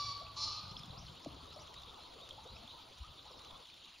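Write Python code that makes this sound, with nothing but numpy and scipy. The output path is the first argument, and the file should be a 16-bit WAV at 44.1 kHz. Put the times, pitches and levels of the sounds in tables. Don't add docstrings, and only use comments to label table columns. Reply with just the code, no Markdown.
import sys
import numpy as np
from scipy import signal
from scipy.fft import rfft, irfft, next_fast_len
from scipy.io import wavfile
from scipy.ndimage import uniform_filter1d

SR = 44100
rng = np.random.default_rng(int(sys.argv[2]) if len(sys.argv) > 2 else 0)


def generate_wav(signal):
    frames = np.transpose(np.atleast_2d(signal))
    scaled = np.clip(frames, -1, 1) * 32767
    pcm = np.round(scaled).astype(np.int16)
    wavfile.write(sys.argv[1], SR, pcm)


N = 176400
TIME = np.arange(N) / SR


def amp(db):
    return 10 ** (np.asarray(db) / 20)


def unit(x):
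    return x / np.sqrt(np.mean(x ** 2) + 1e-20)


def read(points, hz):
    f, value = np.transpose(points)
    return np.interp(np.log(hz + 1), np.log(f + 1), value)


def colour(x, points):
    size = next_fast_len(x.shape[-1] + 2048)
    gain = amp(read(points, np.fft.rfftfreq(size, 1 / SR)))
    return irfft(rfft(x, size) * gain, size)[..., :x.shape[-1]]


def wander(size, hz):
    rolloff = 1 + (np.fft.rfftfreq(N, 1 / SR) / hz) ** 4
    return unit(irfft(rfft(rng.standard_normal(N)) / rolloff, N))[:size]


def tone(hz):
    return np.sin(2 * np.pi * np.cumsum(hz) / SR)


def add(mix, s, sound):
    part = mix[max(round(s * SR), 0):][:len(sound)]
    part += sound[:len(part)]


def swell(t, peak_s):
    return (t / peak_s * np.exp(1 - t / peak_s)) ** 2


# (frequency [Hz], reverberation time [s])
WOOD_T60 = [(100, 0.13), (1150, 0.92), (2500, 1), (4300, 0.7), (7000, 0.24), (15000, 0.5)]
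def wood(x, wet_db, alike):
    hz, t, noise = signal.stft(rng.standard_normal((2, SR)), SR, nperseg=256)
    decay = amp(-60 * t / read(WOOD_T60, hz)[:, None])
    rise = 1 - np.exp(-t / .014)
    mid, side = signal.istft(noise * decay * rise, SR, nperseg=256)[1]
    side = side * np.sqrt(1 - alike)
    tail = np.array([mid + side, mid - side]) / np.linalg.norm(mid)
    return x + amp(wet_db) * signal.fftconvolve(x[None], tail, axes=1)[:, :len(x)]


# (frequency [Hz], gain [dB])
SHUT_BEAK = [(1200, 3.5), (3600, 1), (4100, -0.5), (4450, 1), (4800, -10), (5300, -10), (5800, -1)]
def note(curve, throat, odd_db, half_db, rattle, rasp, level_db):
    s, pitch, effort, beak = np.transpose(curve)
    t = np.arange(s[0], s[-1], 1 / SR)
    jitter = 1 + .014 * wander(len(t), 320)
    cycles = np.cumsum(np.interp(t, s, pitch) * jitter) / SR
    shake = tone(165.3 * (1 + .07 * wander(len(t), 61)))
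    k = np.arange(2, 49)[:, None] / 2
    strength = amp(odd_db * (k % 2 == 1) + half_db * (k % 1 > 0))
    pulses = (strength * np.cos(2 * np.pi * k * (cycles + .075 * rattle * shake) + k ** 2)).sum(0)
    source = (unit(pulses) + rasp * rng.standard_normal(len(t))) * (1 + rattle * shake / 2)
    voice = unit(colour(source, throat))
    opening = np.interp(t, s, beak)
    voice = opening * voice + (1 - opening) * colour(voice, SHUT_BEAK)
    return s[0], voice * amp(level_db + np.interp(t, s, effort))


# (time [s], pitch [Hz], effort [dB], beak opening [0-1])
NOTE_1 = [(-.12, 578, 0, 1), (-.05, 580, -1.5, 0.7), (.005, 577.4, 2, 0.9), (.055, 569.7, -4, 0.96),
          (.10, 562.6, -0.5, 0.36), (.135, 572, -10, 0.3), (.17, 552, -35, 0)]
NOTE_2 = [(.355, 556.7, -23, 0), (.372, 573, -2, 0), (.40, 587.3, -2.5, 0.42), (.417, 581.5, -1.5, 1),
          (.446, 590.6, 1.5, 0.86), (.462, 590, -12, 0.51), (.48, 598.6, -1, 0), (.5, 636, -30, 0.54)]
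NOTE_2_END = [(.44, 396.8, -20, 1), (.47, 404.2, -3, 0.7), (.495, 408, -7, 0.9), (.535, 411.8, -4, 0.55),
              (.57, 412.4, -8.5, 0.1), (.6, 414.4, -6, 0)]
# (frequency [Hz], gain [dB])
THROAT_1 = [(500, -26), (880, -14), (1050, -3.5), (1180, 1), (1450, -73), (1750, -25), (2300, -18),
            (2900, -17), (3450, -11.5), (4050, 0), (4600, 2), (4900, -13), (5220, 3.5), (5450, -12),
            (5750, -7.5), (6400, -22), (7200, -18), (8200, -41), (9200, -27), (15000, -64)]
THROAT_2 = [(500, -30.5), (880, -14.5), (1020, -1.5), (1210, -1), (1420, -28), (1800, -37), (2350, -18.5),
            (2900, -19.5), (3500, -8), (3800, -10.5), (4050, 2), (4450, 1.5), (4750, -1.5), (5280, 4.5),
            (5520, -7), (5820, -4), (6400, -16.5), (7200, -14), (8200, -54), (9200, -22), (9800, -30),
            (15000, -88)]
def crow():
    lead_s = .25
    lead = round(lead_s * SR)
    out = np.zeros(lead + N)
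    for s, voice in (
        note(NOTE_1, THROAT_1, odd_db=-5.5, half_db=-20, rattle=.12, rasp=.55, level_db=-43.5),
        note(NOTE_2, THROAT_2, odd_db=4, half_db=1.5, rattle=.27, rasp=.4, level_db=-39),
        note(NOTE_2_END, THROAT_2, odd_db=1, half_db=-36, rattle=.097, rasp=.3, level_db=-44),
    ):
        add(out, lead_s + s, voice)
    return wood(out, wet_db=-1.5, alike=.93)[:, lead:]


# (frequency [Hz], side minus mid [dB])
WASH_WIDTH = [(60, -24), (150, -12.5), (300, -11.5), (500, -1.5), (750, 0), (1200, -5.5), (2200, -23.5),
              (3300, -9), (4300, -19.5), (5500, -70), (15000, -59)]
def wash(spectrum, depth_db, patch_hz, patch_s):
    frames = dict(nperseg=512, noverlap=384)
    noise = signal.stft(rng.standard_normal((2, N)), **frames)[2]
    patches = uniform_filter1d(rng.standard_normal(noise.shape[1:]), round(patch_hz * 512 / SR), 0)
    patches = unit(uniform_filter1d(patches, round(patch_s * SR / 128), 1))
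    mottled = signal.istft(noise * amp(depth_db * patches), **frames)[1][:, :N]
    mid, side = colour(mottled, spectrum)
    side = colour(side, WASH_WIDTH)
    return unit(np.array([mid + side, mid - side]))


# (frequency [Hz], relative density [dB])
LEAF_SPECTRUM = [(900, -15.5), (1700, -11.5), (2200, -7.5), (2800, -2), (3500, 4), (4300, 1.5),
                 (5200, -8.5), (6300, -12.5), (7400, -14), (8200, -32), (8800, -13), (9200, -21),
                 (10000, -14.5), (10800, -24), (11700, -49), (12600, -35), (13600, -19), (14500, -40),
                 (15700, -12)]
def leaves():
    return amp(-58.5) * wash(LEAF_SPECTRUM, depth_db=2.5, patch_hz=600, patch_s=.026)


# (time [s], level [dB])
LEAF_TICKS = [(0.793, -50.5), (.994, -72), (1.247, -50.5), (1.345, -57), (1.528, -53.5), (1.596, -57),
              (1.741, -50.5), (2.138, -57), (2.29, -47.5), (2.443, -57), (2.986, -54), (3.392, -56),
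              (3.448, -53), (3.577, -59), (3.602, -57)]
# (frequency [Hz], gain [dB])
TICK_SPECTRUM = [(800, -28), (2000, 2), (4000, 6), (7000, 0), (8200, -5), (9200, -13.5), (10000, -3.5),
                 (12000, -30.5), (15000, -22)]
def ticks(per_s, spread_db, level_db):
    impulses = amp(spread_db * np.minimum(rng.exponential(1, N), 2)) * (rng.random(N) < per_s / SR)
    t = np.arange(0, .008, 1 / SR)
    envelope = amp(level_db) * unit(signal.oaconvolve(impulses, np.exp(-t / .00032))[:N])
    for s, db in LEAF_TICKS:
        add(envelope, s, amp(db) * np.exp(-t / .0038))
    return envelope * unit(colour(rng.standard_normal(N), TICK_SPECTRUM))


# (time [s], level [dB])
WATER_SPECTRUM = [(60, 1), (150, -3.5), (300, 0.5), (400, -3), (520, -1.5), (800, -0.5), (1000, 3),
                  (1270, 1.5), (1550, -10), (2200, -50), (5000, -33.5)]
WATER_LEVEL = [(0, -61), (.8, -57.5), (1.2, -59.5), (1.55, -58.5), (1.95, -58.5), (2.45, -60), (2.8, -59),
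               (2.96, -63.5), (3.15, -62.5), (3.3, -60.5), (3.55, -57.5), (3.66, -66.5), (4, -68)]
def water():
    envelope = amp(np.interp(TIME, *np.transpose(WATER_LEVEL)))
    return envelope * wash(WATER_SPECTRUM, depth_db=3.5, patch_hz=200, patch_s=.032)


# (time [s], level [dB])
WIND_SPECTRUM = [(15, -24), (30, -21), (50, -3), (75, 0.5), (110, -5), (170, -9.5), (260, -30), (600, -72)]
WIND_LEVEL = [(0, -58.5), (.6, -61.5), (1.1, -58), (1.22, -74), (1.31, -55.5), (1.42, -63), (1.9, -63),
              (2.1, -71), (2.55, -60), (2.95, -73), (3.1, -60.5), (3.3, -71), (3.55, -68), (3.7, -71.5),
              (4, -81)]
def wind():
    envelope = amp(np.interp(TIME, *np.transpose(WIND_LEVEL)))
    return envelope * wash(WIND_SPECTRUM, depth_db=1.5, patch_hz=200, patch_s=.058)


def hum():
    return amp(np.interp(TIME, [0, .6, .9], [-58, -58, -85])) * tone(105 + 2 * wander(N, 13))


# (time [s], level [dB], frequency [Hz])
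BLIPS = [(.21, -50.5, 648), (1.421, -55.5, 259), (1.558, -49, 653), (1.866, -59.5, 456),
         (2.155, -54.5, 475), (2.21, -57, 520), (2.31, -57, 536), (2.374, -49.5, 810), (2.45, -51, 480),
         (2.453, -59, 738), (2.521, -56, 164.5), (2.63, -56.5, 257), (3.036, -53, 1250), (3.25, -55.5, 820),
         (3.3, -54.5, 523)]
def gurgles():
    out, t = np.zeros(N), np.arange(0, .08, 1 / SR)
    for s, db, hz in BLIPS:
        add(out, s, amp(db) * swell(t, peak_s=.012) * tone(hz + 64.7 * wander(len(t), 174)))
    return wood(out, wet_db=-7.5, alike=.89)


# (time [s], level [dB], frequency [Hz])
HIGH_CHIPS = [(.266, -49.5, 2590), (0.766, -37.5, 3430), (0.834, -41, 3550), (0.909, -46.5, 4140),
              (1.066, -45.5, 4150), (1.082, -46.5, 3130), (1.677, -48, 3290), (1.833, -44.5, 3560),
              (1.942, -50.5, 3400), (2.308, -38.5, 3400), (2.566, -48.5, 2750), (2.676, -45, 3420),
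              (2.709, -48.5, 3100), (3.508, -46.5, 3330), (3.654, -48.5, 3540), (3.699, -53, 2560),
              (3.825, -49, 3670), (3.846, -47, 3740), (3.86, -58, 2450), (3.96, -54, 2630)]
def chips(peak_s=.0018, fall_per_s=4):
    out, t = np.zeros(N), np.arange(0, .015, 1 / SR)
    for s, db, hz in HIGH_CHIPS:
        pitch = hz * np.exp(-fall_per_s * (t - peak_s)) * (1 + .044 * wander(len(t), 600))
        add(out, s, amp(db) * swell(t, peak_s) * tone(pitch))
    return wood(out, wet_db=-11.5, alike=1)


# (time [s], level [dB], frequency [Hz])
STROKES = [(.634, -48, 137), (.657, -49, 124), (.677, -47.5, 119), (.712, -42.5, 136), (0.752, -54, 100),
           (0.8, -44, 135), (.838, -51, 144), (.879, -47, 149), (0.9, -43.5, 114), (.949, -49, 120),
           (.976, -44.5, 115), (0.998, -54, 125), (1.026, -46.5, 145), (1.045, -48, 110), (1.093, -49, 142),
           (1.115, -48.5, 120), (1.145, -58, 135)]
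def wings(peak_s=.005):
    out, t = np.zeros(N), np.arange(0, .06, 1 / SR)
    for s, db, hz in STROKES:
        add(out, s, amp(db) * swell(t, peak_s) * np.cos(2 * np.pi * hz * (t - peak_s)))
    return wood(out, wet_db=-4, alike=.85)


# (time [s], duration [s], start [Hz], middle [Hz], end [Hz], level [dB])
BIRD_SLURS = [(0.675, 0.057, 4250, 5060, 6200, -58.5), (0.754, 0.06, 4400, 5280, 4660, -54.5),
              (0.965, 0.037, 3680, 5070, 6120, -53), (0.966, 0.074, 3560, 5240, 6560, -60.5),
              (1.055, 0.031, 5820, 5100, 3650, -62), (1.212, .035, 3870, 5000, 5730, -62),
              (1.239, 0.12, 4140, 4170, 4330, -63), (1.467, 0.073, 3600, 3930, 4100, -57),
              (1.537, .018, 4900, 5420, 5840, -56.5), (1.562, 0.057, 3740, 4530, 5830, -57),
              (1.597, 0.041, 5500, 5980, 5370, -61), (1.748, 0.059, 3690, 3850, 4240, -55),
              (1.985, 0.084, 3550, 4080, 4430, -57), (2.047, 0.063, 4600, 5450, 6400, -72),
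              (2.212, 0.041, 3620, 3700, 3950, -53.5), (2.445, 0.073, 3550, 3810, 4200, -56.5),
              (2.53, 0.056, 4400, 5140, 5670, -61), (2.68, .07, 3550, 3850, 4290, -53),
              (3.311, .019, 5630, 5200, 4900, -59), (3.372, 0.015, 5600, 5180, 4800, -59),
              (3.372, 0.12, 3450, 3945, 4060, -57.5)]
def whistles():
    out = np.zeros(N)
    for s, length, start, middle, end, db in BIRD_SLURS:
        u = np.linspace(0, 1, round(length * SR))
        glide = np.polyval(np.polyfit([0, .5, 1], [start, middle, end], 2), u)
        warble = 1 + .014 * (middle / 4000) ** 3 * wander(len(u), 500)
        flutter_db = 1.56 * wander(len(u), 130)
        arch = abs(np.sin(np.pi * u)) ** .72
        add(out, s, amp(db + flutter_db) * arch * tone(glide * warble))
    return wood(out, wet_db=-7.5, alike=1)


# (time [s], level [dB], frequency [Hz], rise time [s])
KNOCK_MODES = [(1.2606, -37, 623, 0.0023), (1.2651, -39, 290, 0.0051), (1.27, -44.5, 141, 0.0063)]
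def knock():
    out, t = np.zeros(N), np.arange(0, .08, 1 / SR)
    for s, db, hz, peak_s in KNOCK_MODES:
        add(out, s, amp(db) * swell(t, peak_s) * np.sin(2 * np.pi * hz * t))
    return wood(out, wet_db=-13.5, alike=1)


def bump(hz=65.6, length_s=.05):
    out, t = np.zeros(N), np.arange(0, length_s, 1 / SR)
    window = np.sin(np.pi * t / length_s) ** 2
    add(out, 2.994, amp(-41) * window * np.sin(2 * np.pi * hz * t))
    return wood(out, wet_db=-13.5, alike=1)


def scene():
    centre = crow() + leaves() + ticks(per_s=60, spread_db=.5, level_db=-73) + chips() + whistles()
    low_bed = (water() + wind() + hum()) * amp([[1], [-1]])
    low_events = (gurgles() + wings() + knock() + bump()) * amp([[.9], [-.9]])
    return centre + low_bed + low_events


# (frequency [Hz], phase [rad])
PORT_SHIFT = [(5500, .05), (6700, .25), (7050, .9), (7500, 1.55), (7950, 2.97), (8300, 3.14), (8850, 3.0),
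              (9200, 1.55), (10000, 1.05), (10800, .25), (13500, .25), (14500, 1.35), (15400, 2.4)]
def record(dry, cutoff_hz=15700):
    turn = np.exp(.5j * read(PORT_SHIFT, np.fft.rfftfreq(N, 1 / SR)))
    ports = irfft(rfft(dry) * np.array([turn, turn.conj()]), N)
    lowpass = signal.firwin(511, cutoff_hz, window=("kaiser", 9), fs=SR)
    return signal.oaconvolve(ports, lowpass[None], "same")


dry = scene()
out = record(dry)
generate_wav(out)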